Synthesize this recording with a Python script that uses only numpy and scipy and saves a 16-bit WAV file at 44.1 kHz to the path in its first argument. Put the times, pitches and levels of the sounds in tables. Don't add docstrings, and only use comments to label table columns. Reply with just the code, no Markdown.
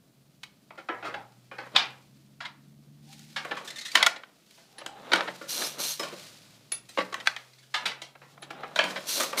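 import sys
import numpy as np
from scipy import signal
from scipy.fft import rfft, irfft
from scipy.io import wavfile
from scipy.ndimage import uniform_filter1d, minimum_filter1d

SR = 44100
rng = np.random.default_rng(int(sys.argv[2]) if len(sys.argv) > 2 else 0)


def write(x):
    x = np.atleast_2d(x).T
    wavfile.write(sys.argv[1], SR, np.round(np.clip(x, -1, 1) * 32767).astype(np.int16))


N = 414540
TIME = np.arange(N) / SR
HIT_N = SR // 2
HIT_TIME = TIME[:HIT_N]

# frequency in Hz, gain in dB.
RUB_EQ = [(110, -40), (180, -9), (429, -7.5), (586, -4), (760, -9.5), (1050, -11.5), (1240, -9),
          (1930, -17), (2440, -19.5), (4000, -19), (5200, -56), (8800, -120)]


def shuttle_clacks():
    # start in seconds, level in dB, note in Hz, hardness in dB, scuff in ms, room send in dB.
    hits = [(0.431, -45, 2220, 7, 2.5, -7), (1.747, -25.5, 2430, -10, 17, 3),
            (1.76, -22, 3365, -0.5, 2, -2), (2.403, -36, 1370, -10, 3.8, 3.5),
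            (2.448, -37, 2098, -5.5, 6.6, -6.5), (3.36, -30, 1710, -4, 4.5, 2),
            (3.567, -35, 1106, -3.5, 5.4, 0), (3.945, -30.5, 1857, -11.5, 6, 1),
            (3.952, -16, 1778, 3.5, 1.6, -5), (3.972, -24.5, 1870, -11.5, 1.8, -0.5),
            (4.006, -30.5, 1480, -18, 0.47, 8.5), (4.026, -19.5, 2030, 3.5, 1.5, -7.5),
            (4.062, -16, 1427, 4.5, 1.9, -10.5), (4.234, -43.5, 1530, -16, .4, -12),
            (7.141, -29.5, 1080, -0.5, 1, -4.5), (7.198, -42.5, 1920, 2, 4.9, -26.5),
            (7.256, -36.5, 1490, 1, 7.9, 4), (7.272, -18, 1545, -4, 0.21, -13.5),
            (7.363, -37, 1840, -1.5, 0.91, -5.5), (7.739, -25, 1735, -3.5, 4.9, 2),
            (7.854, -29, 2330, 3.5, 5.8, -0.5), (7.915, -41, 2000, -16, 1.5, -7)]
    return blows(hits, low_hz=930, high_hz=3400,
                 bass_db=-29.5, bright_db=-3, snap_db=-14, air_db=-27.5, boom_db=-23.5)


def shuttle_knocks():
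    # start in seconds, level in dB, note in Hz, hardness in dB, scuff in ms, room send in dB.
    hits = [(0.705, -45.5, 1274, -4, 1.7, -0.5), (0.774, -39.5, 1390, 5.5, 9.5, -6),
            (0.886, -30, 1345, -7, 2, -5), (0.895, -31, 1280, -44, 3.2, 4.5),
            (1.024, -39, 1414, -3, 4.1, 7.5), (1.044, -36.5, 1420, 8.5, 7.5, 8),
            (1.139, -33.5, 1660, 3, 3.5, -2), (1.513, -42.5, 1170, 1, 2.3, 5.5),
            (1.582, -36, 1503, 2.5, 3.1, 3.5), (1.657, -46, 1080, 5.5, 9.6, -16),
            (3.446, -35, 1110, 12, 2.8, -2), (3.509, -29, 1734, 2.5, 5, -2.5),
            (4.576, -57, 1000, 6, 3.7, 4), (8.151, -49.5, 1660, -7, 2.7, -6.5),
            (8.214, -51, 1400, 2, 3.7, 5), (8.376, -50.5, 1070, 4, 1.3, -20),
            (8.503, -38.5, 1660, 12.5, 3.4, -2.5), (8.631, -34, 1250, -3, 4, -5),
            (9.328, -31, 1180, 7, 1.8, -2)]
    return blows(hits, low_hz=794, high_hz=2590,
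                 bass_db=-6, bright_db=-11.5, snap_db=-31, air_db=-45, boom_db=-29.5)


def beater_thumps():
    # start in seconds, level in dB, note in Hz, hardness in dB, scuff in ms, room send in dB,
    # weight as extra bass in dB.
    hits = [(4.812, -44, 1270, -13, 2.9, -4, 4), (5.116, -24, 1546, -3, 2.8, 6, -4.5),
            (5.133, -17.5, 1447, 5, 0.74, -5, -3), (5.158, -29.5, 1280, 8.5, 0.26, 0, -2),
            (5.206, -28, 1410, -4, 1.4, -18, 1.5), (5.273, -31.5, 1884, -25, 5.1, -6, -0.5),
            (5.41, -41.5, 1410, -24, 3.6, 3, 5.5), (5.993, -35, 1160, 17, 4.3, 0, 4),
            (6.029, -36, 1420, 12, 3.3, 2.5, -0.5), (6.122, -46.5, 1220, 10, 5.5, -3, 11),
            (6.973, -28, 1075, -9, 1.2, -10, 2.5), (6.981, -24, 1152, -3, 5, -5, 3.5),
            (7.0, -32.5, 1980, -13, 6, -17, 2.5), (8.758, -28, 1510, 7.5, 1.5, 1.5, -3.5),
            (8.789, -19, 1680, -2, 1.1, 1, -6), (8.838, -34, 1630, 12, 0.94, 1.5, 7),
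            (8.954, -31, 1540, 0, 9.6, -9, -3.5)]
    return blows(hits, low_hz=606, high_hz=3040,
                 bass_db=-4.5, bright_db=-4, snap_db=-22, air_db=-38, boom_db=-17)


def reed_taps():
    # start in seconds, level in dB, note in Hz, hardness in dB, scuff in ms, room send in dB.
    hits = [(3.123, -59, 2340, 8, 5.2, -13), (3.193, -64, 1940, 11.5, 0.33, -5),
            (3.643, -52.5, 1510, 6.5, 7.9, 1.5), (4.159, -45.5, 2120, -11, 3.1, -8.5),
            (4.781, -47, 1904, -7.5, 3.1, 2.5), (4.861, -37.5, 1580, -3, 0.97, -5),
            (5.617, -35.5, 1720, -3, 2.5, 0), (6.718, -43, 2240, 7.5, 1.25, -1.5),
            (6.887, -56, 1860, 8, 3.7, 2), (7.123, -36, 1120, -13.5, 3.3, -22),
            (8.016, -44.5, 2180, -0.5, 2.9, 0.5), (8.421, -44, 1780, -6.5, 7, -8),
            (9.197, -27.5, 1190, -2, 4.5, -2), (9.232, -34.5, 1230, 0, 1.8, -2),
            (9.374, -33.5, 2080, -15, 2.8, -5)]
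    return blows(hits, low_hz=714, high_hz=3750,
                 bass_db=-6.5, bright_db=0, snap_db=-3, air_db=-17, boom_db=-26)


def blows(hits, low_hz, high_hz, bass_db, bright_db, snap_db, air_db, boom_db,
          plain_note_hz=1483, longest_t60=0.087, gain_db=26, room_trim_db=-3.5):
    # frequency in Hz, width in Hz, level in dB.
    frame = [(330, 17, 2.5), (547, 15, 3), (666, 21, -4.5), (800, 70, -9), (1080, 84, -2),
             (1348, 90, -10.5), (1380, 100, 2), (1657, 340, 3.5), (1970, 27, -4), (2093, 100, 2),
             (2290, 48, 0.5), (2490, 90, -1.5), (3090, 120, 5), (3344, 280, 6.5), (3844, 160, -2),
             (3730, 150, -8.5), (3950, 240, 6), (4480, 160, -1), (5140, 68, -10), (6860, 450, 2.5),
             (7400, 150, -9.5), (8960, 150, -11)]
    band_edges = [170, 700, 2400, 5200, 10000, 15500]
    modes = np.array([from_db(db) * struck(hz, min(ring_time(width), longest_t60))
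                      for hz, width, db in frame])
    bands, tails, out = bank(band_edges), room_tails(count=4), np.zeros(N)
    low_cut = signal.butter(2, 380, "high", fs=SR, output="sos")
    for k, (s, db, mid_hz, hard_db, scuff_ms, room_db, *weight_db) in enumerate(hits):
        strengths = from_db(3 * rng.standard_normal(len(modes))) * rng.choice([-1, 1], len(modes))
        pressure, contact = scuff(scuff_ms)
        body = through(contact, strengths @ modes)
        pitch_ratio = mid_hz / plain_note_hz
        shift = pitch_ratio ** 0.3
        notes = ((low_hz * shift, -9 + 0.35 * bass_db),
                 (mid_hz, -3 + 0.21 * (db + 29)),
                 (high_hz * shift, -9))
        for hz, note_db in notes:
            body = body + from_db(note_db) * through(contact, struck(hz, t60=0.041))
        crack = wood_crack(pressure)
        boom = through(contact, struck(hz=185, t60=0.36))
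        direct = signal.sosfilt(low_cut, body + energy_one(crack)) + from_db(boom_db) * boom
        radiated = energy_one(direct) + from_db(1) * energy_one(signal.sosfilt(low_cut, crack))
        echo = through(radiated, tails[k % len(tails)])
        push_db = np.log2(scuff_ms / 3) + sum(weight_db)
        lift_db = 0.27 * hard_db + 9.5 * np.log2(pitch_ratio)
        eq_db = (bass_db + push_db, 0, bright_db + lift_db, snap_db + hard_db, air_db + 1.5 * hard_db)
        for sos, band_db in zip(bands, eq_db):
            near, far = signal.sosfilt(sos, signal.sosfilt(sos, [direct, echo]))
            band = energy_one(near) + from_db(room_db + room_trim_db) * energy_one(far)
            add(out, s, from_db(gain_db + db + band_db) * band)
    return out


def scuff(ms):
    progress = HIT_TIME * 1000 / ms
    pressure = energy_one(progress * np.exp(-progress))
    chatter = pressure * rng.standard_normal(HIT_N) ** 3
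    for _ in range(3):
        chatter = signal.lfilter([-0.7, 1], [1, -0.7], chatter)
    return pressure, chatter


def wood_crack(pressure, t60=0.024):
    envelope = np.sqrt(np.abs(through(pressure ** 2, dying(t60) ** 2)))
    return envelope * signal.lfilter([1], [1, -0.6], rng.standard_normal(HIT_N))


def fitting_pings(beat_hz=35, twin_db=-9):
    # start in seconds, level in dB, pitch in Hz, t60 in seconds.
    pings = [(4.784, -41, 10500, 0.062), (5.645, -29.5, 5220, 0.11), (5.996, -32, 5140, 0.21),
             (6.721, -23, 10470, 0.15), (8.42, -44, 10500, 0.072)]
    out = np.zeros(N)
    for s, db, hz, t60 in pings:
        tone = np.sin(2 * np.pi * hz * HIT_TIME)
        twin = from_db(twin_db) * np.sin(2 * np.pi * (hz + beat_hz) * HIT_TIME)
        add(out, s, from_db(db) * (tone + twin) * (dying(t60) - dying(0.0033)))
    return out


def thread_squeaks(jitter=0.07, grit_db=-3, room_db=-7, gain_db=1):
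    # start in seconds, level in dB, pitch in Hz, length in seconds.
    chirps = [(3.675, -39.5, 1759, 0.024), (3.703, -39, 2026, 0.013), (3.758, -42, 1838, .028),
              (3.783, -40, 1966, 0.026), (3.81, -41, 1966, 0.021), (3.85, -38, 1912, 0.036),
              (3.88, -42.5, 1965, 0.017), (3.916, -40.5, 2092, 0.011), (7.532, -60.5, 2000, .014),
              (7.583, -58.5, 2150, .02), (7.628, -61, 1516, 0.025)]
    # harmonic number, level in dB.
    partials = [(1, 5.5), (2, 9.5), (3, -3), (4, -21)]
    out, wobble = np.zeros(N), drift(200)
    grit_band = signal.butter(2, (1500, 7500), "band", fs=SR, output="sos")
    for s, db, hz, length in chirps:
        unsteadiness = wobble[round(s * SR):][:HIT_N] + 4 * rng.standard_normal(HIT_N)
        phase = 2 * np.pi * np.cumsum(hz * (1 + jitter * unsteadiness)) / SR
        tone = rms_one(sum(from_db(partial_db) * np.sin(k * phase) for k, partial_db in partials))
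        grit = rms_one(signal.sosfilt(grit_band, rng.standard_normal(HIT_N)))
        pull = np.sin(np.pi * np.sqrt(np.minimum(HIT_TIME / length, 1)))
        add(out, s, from_db(db + gain_db) * pull * (tone + from_db(grit_db) * grit))
    return out + from_db(room_db) * excite(out, room_tails(count=1)[0])


def frame_drone(gain_db=-3):
    # peak time in seconds, level in dB, rise and fall in seconds.
    swings = [(1.17, -39, 0.039, .12), (3.1, -58, 0.052, .2), (4.9, -47.5, 0.18, 0.43),
              (8.63, -45.5, 0.25, 0.19)]
    # frequency in Hz, width in Hz, level in dB.
    resonances = [(700, 33, -14), (794, 16, 13), (830, 39, 12)]
    friction = grains(per_s=900, spread_db=1.5)
    modes = sum(from_db(db) * struck(hz, ring_time(width)) for hz, width, db in resonances)
    return from_db(gain_db) * swells(swings) * rms_one(excite(friction, modes))


def heddle_rattle(rattle_db=10.5, rumble_db=-9, attack_s=0.025, fall_db_per_s=230):
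    # start in seconds, length in seconds, level in dB.
    shaft_changes = [(5.476, .19, -43.5), (5.781, 0.13, -42), (9.065, 0.16, -41), (9.367, .1, -35.5)]
    # frequency in Hz, gain in dB.
    wire_eq = [(530, -51), (900, -13), (1120, -16), (1420, -13), (2720, -5.5), (4180, 1), (4880, -3.5),
               (5570, 0.5), (7410, -5), (14100, -8), (15500, -14)]
    wires = sum(excite(grains(per_s=640, spread_db=0.5), noise_burst(t60=0.0097)[:1024])
                for _ in range(5))
    rattle = from_db(rattle_db - 0.5 * drift(30)) * coloured(wires, wire_eq)
    rumble = from_db(rumble_db) * coloured(grains(per_s=1100, spread_db=-2.5), RUB_EQ)
    motion = np.zeros(N)
    for s, length, db in shaft_changes:
        attack = np.clip((TIME - s) / attack_s, 0, 1)
        motion += attack * from_db(db - fall_db_per_s * np.maximum(TIME - s - length, 0))
    return motion * (rattle + rumble)


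def thread_rustle(gain_db=1, tick_db=-7, idle_db=-73):
    # peak time in seconds, level in dB, rise and fall in seconds.
    pulls = [(1.08, -68, 1, 0.8), (1.8, -62.5, .7, 0.8), (3.11, -56.5, .12, 1.6), (3.82, -58.5, .55, 0.28),
             (3.96, -44.5, 0.088, -0.01), (4.58, -58, .22, .25), (5.25, -55, 0.36, 1.0),
             (5.84, -50.5, 1.0, 1.07), (6.23, -50.5, 0.37, 0.37), (7.0, -50.5, 0.12, 0.16),
             (7.26, -59, 0.37, 1), (7.9, -63.5, 0.84, .3), (8.32, -62.5, 0.21, -0.1),
             (8.91, -45.5, 0.13, -0.3), (9.2, -40, 0.39, 0.3)]
    # frequency in Hz, gain in dB.
    thread_eq = [(530, -32.5), (900, -8), (1260, -27), (1450, -2.5), (1580, -8), (2000, -2.5), (4390, 1),
                 (13900, -13.5), (15500, -17.5)]
    strokes = swells(pulls)
    pulling = np.hypot(strokes, from_db(idle_db))
    catching_db = 1.5 * drift(45)
    ticks = rms_one(excite(grains(per_s=22, spread_db=3), noise_burst(t60=0.025)))
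    fibres = rms_one(grains(per_s=7800, spread_db=1.5))
    texture = fibres + from_db(tick_db) * ticks * strokes / pulling
    return pulling * from_db(gain_db + catching_db) * coloured(texture, thread_eq)


def wood_slides(gain_db=-1, idle_db=-72):
    # peak time in seconds, level in dB, rise and fall in seconds.
    slides = [(1.09, -50.5, 0.22, 0.27), (1.76, -37, 0.041, 0.17), (3.54, -42.5, .17, 0.33),
              (3.96, -38.5, .03, 0.26), (4.62, -70, 0.14, 0.14), (5.21, -36.5, 0.33, 0.17),
              (5.625, -35.5, 0.13, 0.096), (5.8, -38.5, 0.075, 0.072), (6.0, -40.5, 0.019, 0.26),
              (6.22, -58, 0.22, 1), (7.18, -49, 0.24, 0.36), (7.87, -41.5, 0.11, 0.13),
              (8.61, -46, 0.29, 0.37), (8.92, -40.5, 0.32, 0.34), (9.21, -31, 0.08, 0.098),
              (9.39, -31, 0.067, .12)]
    sliding = np.hypot(swells(slides), from_db(idle_db))
    return sliding * from_db(gain_db) * coloured(grains(per_s=1700, spread_db=2.5), RUB_EQ)


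def room_tails(count, build_s=0.0044):
    # frequency in Hz, t60 in seconds.
    decay_times = [(200, 0.24), (500, 0.37), (1200, .38), (2500, 0.29), (5000, 0.18), (9000, 0.26),
                   (15000, 0.1)]
    edges = np.geomspace(100, 18000, 9)
    tails = 0
    for sos, hz in zip(bank(edges), np.sqrt(edges[1:] * edges[:-1])):
        noise = signal.sosfilt(sos, rng.standard_normal((count, HIT_N)))
        tails = tails + noise * dying(at_hz(decay_times, hz))
    return [energy_one(tail * (1 - np.exp(-HIT_TIME / build_s))) for tail in tails]


def engines(ease_s=6, swell_db=8, coast_hz_per_s=10, coast_db_per_s=46, attack_s=0.13, wall_db=-2.5):
    # start in seconds, length in seconds, starting cycle rate in Hz, starting climb in Hz
    # per second, level at full load in dB, third harmonic against the second at full load in dB.
    runs = [(0.0, .3, 61.8, 28, -60, -17), (0.898, 2.5, 57.74, 8.5, -53, -3),
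            (4.702, 1.42, 62.3, 11, -58.5, -24), (6.1, 2.9, 52.26, 9.4, -59, -18.5)]
    out = np.zeros(N)
    for s, length, start_hz, climb, db, third_db in runs:
        pulling, coasting = np.clip(TIME - s, 0, length), np.clip(TIME - s - length, 0, 2)
        hz = start_hz + climb * ease_s * (1 - np.exp(-pulling / ease_s)) - coast_hz_per_s * coasting
        phase = 2 * np.pi * np.cumsum(hz * (1 + 0.0013 * drift(20))) / SR
        load_db = swell_db * (pulling / length - 1) - coast_db_per_s * coasting
        upper_db = third_db + 1.2 * load_db
        notes = sum(from_db(note_db + drift(20)) * np.sin(k * phase)
                    for k, note_db in enumerate((-25, 0, upper_db, upper_db - 13), start=1))
        attack = np.clip((TIME - s) / attack_s, 0, 1)
        out += np.sqrt(2) * attack * from_db(db + wall_db + load_db - 0.7 * drift(5.2)) * notes
    return out


def street_rumble(gain_db=-2):
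    # time in seconds, level in dB.
    fader = [(0.0, -61.5), (1.4, -62.5), (2.0, -60), (3.3, -57.5), (4.3, -67), (5.0, -65), (7.0, -60),
             (7.4, -76.5), (8.5, -61)]
    # frequency in Hz, gain in dB.
    street_eq = [(13, -60), (22, -31), (102, -19), (136, -6.5), (173, -7.5), (210, -8), (345, -15),
                 (372, -34.5), (413, -25.5), (800, -33.5), (1040, -66), (1760, -120)]
    level_db = np.interp(TIME, *np.transpose(fader))
    return from_db(level_db + gain_db) * coloured(rng.standard_normal(N), street_eq)


def faint_hiss(level_db=-72):
    # frequency in Hz, gain in dB.
    hiss_eq = [(240, -23), (400, 4), (511, -15.5), (683, -0.5), (761, -19.5), (1150, -23), (15500, -13.5)]
    return from_db(level_db) * coloured(rng.standard_normal(N), hiss_eq)


def from_db(db):
    return 10 ** (np.asarray(db) / 20)


def rms_one(x):
    return x / np.sqrt(np.mean(x ** 2) + 1e-20)


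def energy_one(x):
    return x / np.sqrt(np.sum(x ** 2) + 1e-20)


def at_hz(points, hz):
    f, value = np.transpose(points)
    return np.interp(np.log(hz + 1e-9), np.log(f), value)


def dying(t60):
    return np.exp(-np.log(1000) * HIT_TIME / t60)


def ring_time(width_hz):
    return np.log(1000) / np.pi / width_hz


def struck(hz, t60):
    return energy_one(np.sin(2 * np.pi * hz * HIT_TIME) * dying(t60))


def noise_burst(t60):
    return rng.standard_normal(HIT_N) * dying(t60)


def through(force, response):
    return energy_one(signal.fftconvolve(force, response)[:HIT_N])


def excite(track, response):
    return signal.oaconvolve(track, response)[:N]


def swells(strokes):
    power = 0
    for s, db, rise, fall in strokes:
        from_peak = np.maximum((s - TIME) / max(rise, 0.01), (TIME - s) / max(fall, 0.12))
        power = power + from_db(db - 20 * from_peak) ** 2
    return np.sqrt(power)


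def drift(per_s):
    return np.interp(TIME * per_s, np.arange(2000), rng.standard_normal(2000))


def grains(per_s, spread_db):
    clicks = (rng.random(N) < per_s / SR) * rng.choice([-1, 1], N)
    return clicks * from_db(spread_db * np.minimum(rng.exponential(1, N), 4))


def coloured(x, eq):
    hz = np.arange(N // 2 + 1) * SR / N + 0.00085
    ends = 1 / np.sqrt(1 + (eq[0][0] / hz) ** 6 + (hz / eq[-1][0]) ** 6)
    return rms_one(irfft(rfft(x) * from_db(at_hz(eq, hz)) * ends, N))


def bank(edges, overlap=1.028):
    return [signal.butter(2, (low / overlap, high * overlap), "band", fs=SR, output="sos")
            for low, high in zip(edges, edges[1:])]


def add(track, s, sound):
    at = round(s * SR)
    track[at:at + len(sound)] += sound[:max(N - at, 0)]


def scene():
    knocks = shuttle_clacks() + shuttle_knocks() + beater_thumps() + reed_taps()
    ringing = fitting_pings() + thread_squeaks() + frame_drone()
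    textures = heddle_rattle() + thread_rustle() + wood_slides()
    background = faint_hiss() + street_rumble() + engines()
    mono = knocks + ringing + textures + background
    return np.array([mono, mono])


def record(dry, ceiling=0.8, cutoff_hz=15500):
    needed_gain = np.minimum(1, ceiling / (np.abs(dry) + 1e-9))
    gain = uniform_filter1d(minimum_filter1d(needed_gain, size=67), size=67)
    high_cut = signal.ellip(10, 0.2, 70, cutoff_hz, fs=SR, output="sos")
    return signal.sosfilt(high_cut, dry * gain)


dry = scene()
out = record(dry)
write(out)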